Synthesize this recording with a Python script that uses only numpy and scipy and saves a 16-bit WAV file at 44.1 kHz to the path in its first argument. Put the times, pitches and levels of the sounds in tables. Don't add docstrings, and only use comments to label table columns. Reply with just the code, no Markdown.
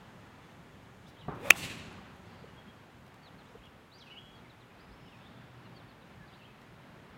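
import sys
import numpy as np
from scipy import signal
from scipy.fft import rfft, irfft, next_fast_len
from scipy.io import wavfile
from scipy.ndimage import map_coordinates

SR = 44100
rng = np.random.default_rng(int(sys.argv[2]) if len(sys.argv) > 2 else 0)


def wrap_up_sound(samples):
    columns = np.atleast_2d(samples).T
    tamed = np.clip(columns, -1, 1)
    steps = np.round(tamed * 32767).astype(np.int16)
    wavfile.write(sys.argv[1], SR, steps)


def magnitude_from_level(level_db):
    exponent = np.asarray(level_db, float) / 20
    return 10 ** exponent


N = 316241


def unit(x):
    return x / np.sqrt(np.mean(x ** 2) + 1e-20)


def along(points, hz):
    f, *cols = np.transpose(points)
    return np.squeeze([np.interp(np.log(hz + 1), np.log(f + 1), c) for c in cols])


def curves(rows):
    s, *cols = np.transpose(rows)
    return [np.interp(np.arange(N) / SR, s, c) for c in cols]


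def wobble(rate):
    knots = rng.standard_normal(int(N * rate / SR) + 4)
    return map_coordinates(knots, [np.arange(N) * rate / SR])


def noise(gain):
    m = next_fast_len(N)
    spectrum = rfft(rng.standard_normal(m)) * gain(np.fft.rfftfreq(m, 1 / SR))
    return unit(irfft(spectrum, m)[:N])


def coloured(spectrum):
    return noise(lambda hz: magnitude_from_level(along(spectrum, hz)))


def since(s):
    return np.maximum(np.arange(N) / SR - s, 0)


def ring(modes, s, attack):
    start = round(s * SR)
    t = since(s)[start:][:SR // 4]
    tones = sum(-magnitude_from_level(db - 60 * t / t60) * np.sin(2 * np.pi * hz * t) for hz, db, t60 in modes)
    out = np.zeros(N)
    out[start:][:len(t)] = tones * (1 - np.exp(-t / attack))
    return out


def scattered(spectrum, shape):
    hz, t, z = signal.stft(rng.standard_normal(2 * SR), SR, nperseg=256)
    rise, t60 = along(shape, hz)[:, :, None]
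    fading = magnitude_from_level(along(spectrum, hz)[:, None] - 60 * t / t60)
    return unit(signal.istft(z * fading * (1 - np.exp(-t / rise)), SR, nperseg=256)[1])


def placed(x, s):
    return np.pad(x, (round(s * SR), N))[:N]


def air():
    # (time [s], strength [dB])
    breeze = [(0, 1), (.5, 0), (1.1, -.8), (1.5, 8), (2, 3), (2.5, 1.1), (3.1, -0.1), (3.75, -2),
              (4.05, -2), (4.3, 0.5), (4.6, -0.9), (5, 0.3), (5.5, 1), (6.1, -0.4), (6.7, -1), (7.17, 1.4)]
    # (frequency [Hz], level [dB per Hz])
    rumble_colour = [(12, -54.5), (20, -25.5), (42, -9.5), (113, -2), (145, -2), (184, -2.5), (331, -13),
                     (371, -11), (400, -11), (520, -45), (880, -120)]
    traffic_colour = [(150, -29), (250, -1), (328, -8.5), (373, -4), (398, -12.5), (425, -5), (722, -6.5),
                      (790, -5.5), (1650, -9.5), (1900, -11), (3410, -18), (5500, -30), (7150, -59),
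                      (12100, -120)]
    leaf_colour = [(2500, -28.5), (4100, -1.5), (4700, -7.5), (6500, 1.5), (9000, -7), (13000, -17.5),
                   (16000, -18)]
    hiss_colour = [(2000, -30), (5000, -1), (9000, -1), (13000, -2), (16000, -3.5)]
    breeze_db, = curves(breeze)
    gust = wobble(3.08)
    rumble_db = -57 + breeze_db + 1.1 * gust + 1.2 * wobble(12)
    traffic_db = -57.5 + 0.41 * breeze_db + .4 * gust + 0.67 * wobble(10)
    leaves_db = -76.5 - 0.8 * since(0) + .8 * wobble(8) + .9 * gust
    rumble = magnitude_from_level(rumble_db) * coloured(rumble_colour)
    traffic = magnitude_from_level(traffic_db) * coloured(traffic_colour)
    leaves = magnitude_from_level(leaves_db) * coloured(leaf_colour)
    return rumble + traffic + leaves + magnitude_from_level(-77.5) * coloured(hiss_colour)


def drone():
    firing_hz, width_hz, steady_db = 122, 11, -69
    turn_s, turn_length_s, turn_db = 5.6, 0.43, 8.5
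    swell_db = turn_db * np.exp(-((np.arange(N) / SR - turn_s) / turn_length_s) ** 2)
    return magnitude_from_level(steady_db + swell_db) * noise(lambda hz: 1 / (1 + ((hz - firing_hz) / width_hz) ** 2))


def note_curves(rows, bend, loudest, fade_db):
    u = np.linspace(0, 1, num=12)
    paths = []
    for s, length, hz, to_hz, db in rows:
        pitch = hz + (to_hz - hz) * bend(u)
        paths.append(np.transpose([s + length * u, pitch, db - fade_db * np.abs(u - loudest)]))
    return paths


def whistles(paths, quaver_db, blur_hz, wet_db, t60):
    t, voice = np.arange(N) / SR, np.zeros(N)
    blur = blur_hz * wobble(320)
    for path in paths:
        s, hz, db = np.transpose(path)
        span = slice(round((s[0] - .004) * SR), round((s[-1] + .004) * SR))
        u = t[span]
        to_edge = np.minimum(u - u[0], u[-1] - u)
        soft = np.sin(np.pi / 2 * np.clip(to_edge / 0.0047, 0, 1))
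        phase = 2 * np.pi * np.cumsum(np.interp(u, s, hz) + blur[span]) / SR
        voice[span] += np.sqrt(2) * magnitude_from_level(np.interp(u, s, db)) * soft * np.sin(phase)
    tail = scattered([(1000, 0)], [(2500, .004, 0.58 * t60), (5000, .004, t60)])[:SR]
    trunks = scattered([(1000, 0)], [(4000, .003, .09)])[:SR // 5]
    voice = voice + magnitude_from_level(wet_db - 2.0) * signal.fftconvolve(voice, trunks / np.linalg.norm(trunks))[:N]
    echo = magnitude_from_level(wet_db) * signal.fftconvolve(voice, tail / np.linalg.norm(tail))[:N]
    flicker = magnitude_from_level(quaver_db * wobble(70) + 0.17)
    return flicker * (voice + echo)


def birds():
    chirps = [(3.232, 0.063, 4540, 2950, -63.5), (3.383, 0.039, 4360, 3050, -66),
              (4.355, .045, 4550, 3700, -70), (5.635, 0.043, 4440, 3790, -74),
              (5.748, .072, 4680, 3000, -64.5), (5.887, 0.043, 4480, 3250, -68),
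              (6.014, .02, 4100, 3530, -67.5)]
    slides = [(.42, .05, 3540, 3460, -69), (3.46, 0.019, 3270, 3940, -65),
              (3.482, 0.025, 4100, 5680, -80.5), (4.185, .205, 3324, 3310, -63.5),
              (4.5, 0.034, 4150, 2900, -67), (4.61, 0.033, 4120, 2770, -65), (4.7, .025, 2480, 2490, -67.5),
              (5.655, .02, 2900, 2733, -69), (5.75, .028, 3260, 3260, -69.5)]
    hooks = [(3.62, 0.037, 2500, 3310, -64.5), (3.918, 0.06, 3660, 4760, -62.5),
             (4.102, .045, 2880, 2970, -55.5), (4.1, .02, 2500, 2750, -58), (4.783, .06, 3700, 5000, -71.5),
             (4.905, .06, 3900, 5280, -73), (5.075, 0.029, 2840, 3650, -70)]
    glides = [(1.06, 0.024, 3340, 3966, -66.5), (1.158, .022, 3440, 3100, -66),
              (1.18, 0.018, 3110, 3970, -61.5), (1.2, .026, 3970, 2790, -63),
              (1.235, 0.026, 2810, 2970, -67), (2.57, .035, 3260, 3300, -65.5),
              (2.675, .027, 3260, 3263, -67), (3.572, .028, 3130, 2500, -67),
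              (3.655, 0.024, 3190, 2720, -65.5), (4.062, 0.026, 2810, 2480, -59),
              (4.12, 0.027, 2300, 2160, -63.5), (4.135, .018, 2750, 2500, -62.5),
              (4.157, 0.031, 2685, 3295, -51.5), (4.18, .022, 2900, 2905, -68),
              (4.425, .05, 2280, 2094, -66), (5.055, .03, 3160, 2840, -67), (5.2, .075, 2560, 3760, -67),
              (5.35, 0.062, 3620, 3420, -76), (6.2, 0.049, 1740, 1645, -63),
              (6.29, 0.038, 2200, 2170, -70.5), (6.318, .03, 2980, 4080, -65.5),
              (6.39, .04, 3034, 2590, -65), (6.43, 0.031, 2590, 3280, -62.5), (6.47, .045, 2560, 2595, -65)]
    scoops = [
        (2.455, .085, 3050, 2860, -69.5),
        (3.985, .057, 6170, 2960, -57.5),
        (5.092, .07, 3720, 2475, -63),
        (6.278, 0.046, 4700, 2930, -64.5),
    ]
    valley = [(4.84, .08, 5100, 5200, -84), (4.96, .13, 5300, 5250, -82), (5.1, .12, 5260, 5240, -84),
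              (5.19, .09, 3560, 3720, -76), (5.27, .035, 3750, 4400, -79), (5.3, 0.094, 3540, 3560, -77),
              (6.3, 0.16, 4875, 4000, -80)]

    def straight(u):
        return u

    close = note_curves(chirps, lambda u: u ** 1.9, loudest=0.72, fade_db=8.0)
    close = close + note_curves(slides, straight, loudest=.3, fade_db=5.0)
    deep = note_curves(hooks, lambda u: np.minimum(u / 0.5, 1) ** 0.88, loudest=0.43, fade_db=9.5)
    deep = deep + note_curves(glides, straight, loudest=0.77, fade_db=6.0)
    deep = deep + note_curves(scoops, lambda u: 1 - (1 - u) ** 2.1, loudest=0.59, fade_db=14)
    distant = note_curves(valley, straight, loudest=.3, fade_db=5.0)
    near = whistles(close, quaver_db=3.2, blur_hz=16, wet_db=-12, t60=.5)
    far = whistles(deep, quaver_db=2.0, blur_hz=48, wet_db=-3.5, t60=0.83)
    return near + far + whistles(distant, quaver_db=1.5, blur_hz=120.05, wet_db=-1.0, t60=0.73)


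def ticks():
    # (time [s], length [s], level [dB])
    stem_ticks = [(1.089, 0.019, -64), (1.356, .01, -67), (3.066, .003, -64.5), (3.08, .003, -66),
                  (3.144, 0.0026, -61.5), (3.657, .003, -66), (6.617, 0.0034, -66), (5.765, .005, -71)]
    # (frequency [Hz], level [dB per Hz])
    stem_colour = [(1200, -30), (2800, 1), (5000, -3), (8000, -11), (12000, -15), (16000, -13)]
    t = np.arange(N) / SR
    puffs = sum(magnitude_from_level(db) * np.exp(-((t - s) / length) ** 2) for s, length, db in stem_ticks)
    return puffs * coloured(stem_colour)


def knock():
    # (time [s], peak level [dB])
    contacts = [
        (1.282, -21.5),
        (1.2872, -27),
        (1.3006, -43),
    ]
    # (frequency [Hz], level [dB], t60 [s])
    hollow_modes = [(149, 0, 0.058), (238, 0, 0.038), (406, -7.5, 0.066), (702, 0, 0.032),
                    (889, -13, 0.046), (1160, -10.5, 0.061), (1590, -16, .03)]
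    # (frequency [Hz], level [dB per Hz])
    roll_colour = [(53, -38), (90, -7), (162, 1.5), (388, 1), (462, -6), (1160, -4.5), (2330, -28.5),
                   (4000, -35), (5200, -63.5), (8800, -120)]
    body = sum(magnitude_from_level(db) * ring(hollow_modes, s, attack=0.0014) for s, db in contacts)
    lift = [(90, -4.5), (500, -1.0), (1500, 4), (2300, 7.5), (4000, -1)]  # Hz, dB brighter at the start
    lifted = [(hz, db + along(lift, hz)) for hz, db in roll_colour]
    fading = [(99.655, .015, 1.2), (350, .012, 1.1), (1005.1, 0.01195, 0.6), (3000, .01, .5)]
    roll = scattered(lifted, fading)
    return magnitude_from_level(-4.5) * body + magnitude_from_level(-56.5) * placed(roll, contacts[0][0])


def swing():
    # (time [s], head speed [share of top])
    head_speed = [(1.36, .6), (1.42, .76), (1.455, 0.98), (1.49, 1), (1.503, .985), (1.515, .7),
                  (1.56, .55), (1.65, .45), (1.8, 0.56)]
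    # (frequency [Hz], level [dB per Hz])
    whoosh_colour = [(410, -34), (700, -2.5), (1090, -3.5), (1570, -9.5), (2640, -7.5), (3050, -18.5),
                     (3420, -11), (4270, -22), (15700, -28.5)]
    shaft_hz, shaft_db, shaft_power = 568, -44, 4.1
    full_from_s, full_to_s = 1.46, 1.54
    rise_db_per_s, fall_db_per_s = 242, 86
    speed, = curves(head_speed)
    t = np.arange(N) / SR
    moving = (t > head_speed[0][0]) & (t < head_speed[-1][0])
    whoosh_db = -45.5 - rise_db_per_s * np.maximum(full_from_s - t, 0) - fall_db_per_s * since(full_to_s)
    whoosh = magnitude_from_level(whoosh_db + 1.7 * wobble(88)) * coloured(whoosh_colour)
    flutter = 1.0 + wobble(190) + 1j * wobble(190)
    tone = unit((flutter * np.exp(2j * np.pi * np.cumsum(shaft_hz * speed) / SR)).real)
    return moving * (whoosh + magnitude_from_level(shaft_db) * speed ** shaft_power * tone)


def rustles():
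    # (time [s], length [s], level [dB], centre [Hz])
    brushes = [(1.785, .006, -68, 11400), (1.927, 0.0073, -74, 11000), (2.36, .14, -72, 4600),
               (2.43, .02, -56, 199), (2.445, 0.0056, -47.5, 495), (3.5, .005, -54.5, 502),
               (3.588, .03, -57, 57), (4.923, 0.032, -56, 60.36), (1.99, 0.009, -55, 1200),
               (2.018, 0.0052, -51.5, 890), (2.165, 0.0052, -75, 12200), (3.553, 0.0075, -50, 450.5),
               (2.68, .02, -55, 220), (1.521, 0.0055, -44, 140), (1.445, .012, -50, 90)]
    t, out = np.arange(N) / SR, np.zeros(N)
    for s, length, db, centre_hz in brushes:
        band = signal.butter(2, [centre_hz / 1.17, centre_hz * 1.055], "band", fs=SR)
        span = slice(round((s - 3 * length) * SR), round((s + 3 * length) * SR))
        puff = unit(signal.lfilter(*band, rng.standard_normal(SR)))[-len(t[span]):]
        out[span] += magnitude_from_level(db) * puff * np.exp(-((t[span] - s) / length) ** 2)
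    return out


def strike():
    # (time [s], peak level [dB])
    blow = (1.50604, .8)
    # (delay [s], level [dB])
    dull_echoes = [(0.0236, -33.5)]
    # (frequency [Hz], level [dB], t60 [s])
    face_modes = [(680, -17, .01), (1410, -7, .0115), (2520, 6, .0105), (3100, -18, .03), (3480, -11, .01),
                  (4540, -25, .018), (5400, -17, .008), (6530, 3, .003), (7500, -25, .0046),
                  (8270, 7, .0013), (9330, -15, .005), (11600, 4, .0011), (13500, 5, .0015),
                  (15300, -1.5, .002)]
    twist_modes = [(1860, -4, .0115)]
    thud_modes = [(109.9, -32.5, 0.053), (307, -22.5, .025), (518, -28, .02), (1131, -14, 0.016)]
    bank_modes = [(2730, -14.5, .016)]
    # (frequency [Hz], level [dB per Hz])
    answer_colour = [(88, -35.5), (150, -2.5), (235, 1.5), (374, -6), (446, -8), (864, -18), (953, -12),
                     (1110, -14.5), (2380, -4), (2670, 0), (3370, -10), (4100, -8.5), (5080, -17.5),
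                     (7210, -14.5), (15700, -25.5)]
    # (frequency [Hz], rise [s], t60 [s])
    woods_fading = [(200, 0.028, 1), (500, 0.058, 1.54), (1000, 0.097, 2.14), (2100, 0.071, 1.02),
                    (2800, 0.051, 1.027), (4500, 0.0203, 1.04), (7000, 0.006, 0.87), (11000, 0.0075, .6),
                    (15423, 0.011, .5)]
    ground_s, bank_s, tree_line_s = .0024, .0118, .052
    s, db = blow
    t = since(s)

    leaving = np.exp(-(t / .0067) ** 4)
    ringing = ring(face_modes, s, attack=.00043) - ring(twist_modes, s, attack=.00043)
    direct = magnitude_from_level(db) * leaving * ringing
    thud = ring(thud_modes, s, attack=0.00066)

    bright = signal.lfilter(*signal.butter(4, 4500, "high", fs=SR), direct)
    ground = magnitude_from_level(-9.5) * placed(bright, ground_s)
    dull = signal.lfilter(*signal.butter(2, [2680, 3000], "band", fs=SR), direct)
    returns = sum(magnitude_from_level(echo_db) * placed(dull, delay) for delay, echo_db in dull_echoes)
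    bank = ring(bank_modes, s + bank_s, attack=.0018)

    turf = since(s - .0038)
    scuff_colour = [(200, -10.5), (900, -1.5), (3000, -2.5), (16000, -12.5)]
    scuff = magnitude_from_level(-23) * np.minimum(turf / 0.00083, 1) * magnitude_from_level(-60 * t / .016) * coloured(scuff_colour)
    push = magnitude_from_level(-9) * np.exp(-((turf - .0035) / 0.00014) ** 2)

    near_tail = scattered(answer_colour, [(300, 0.0037, .25), (9040, .004, 0.07)])
    near = magnitude_from_level(-69) * placed(near_tail, s + .004)
    woods_tail = scattered(answer_colour, woods_fading)
    woods = magnitude_from_level(-52.5 + 1.55 * wobble(45.04)) * placed(woods_tail, s + tree_line_s)
    return direct + ground + thud + returns + bank + scuff + push + near + woods


def scene():
    ambience = air() + drone() + birds() + ticks()
    return (ambience + knock() + swing() + rustles() + strike())[None]


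def top_cut(x):
    return signal.sosfilt(signal.butter(12, 16610, fs=SR, output="sos"), x)


def record(dry):
    narrow = signal.sosfiltfilt(signal.ellip(10, .1, 60, 15800, fs=SR, output="sos"), dry)
    narrow = signal.lfilter(*signal.butter(1, 30, "high", fs=SR), narrow)
    clipped = narrow / (1 + np.abs(narrow / .97) ** 8) ** (1 / 8)
    return top_cut(clipped)


dry = scene()
out = record(dry)
wrap_up_sound(out)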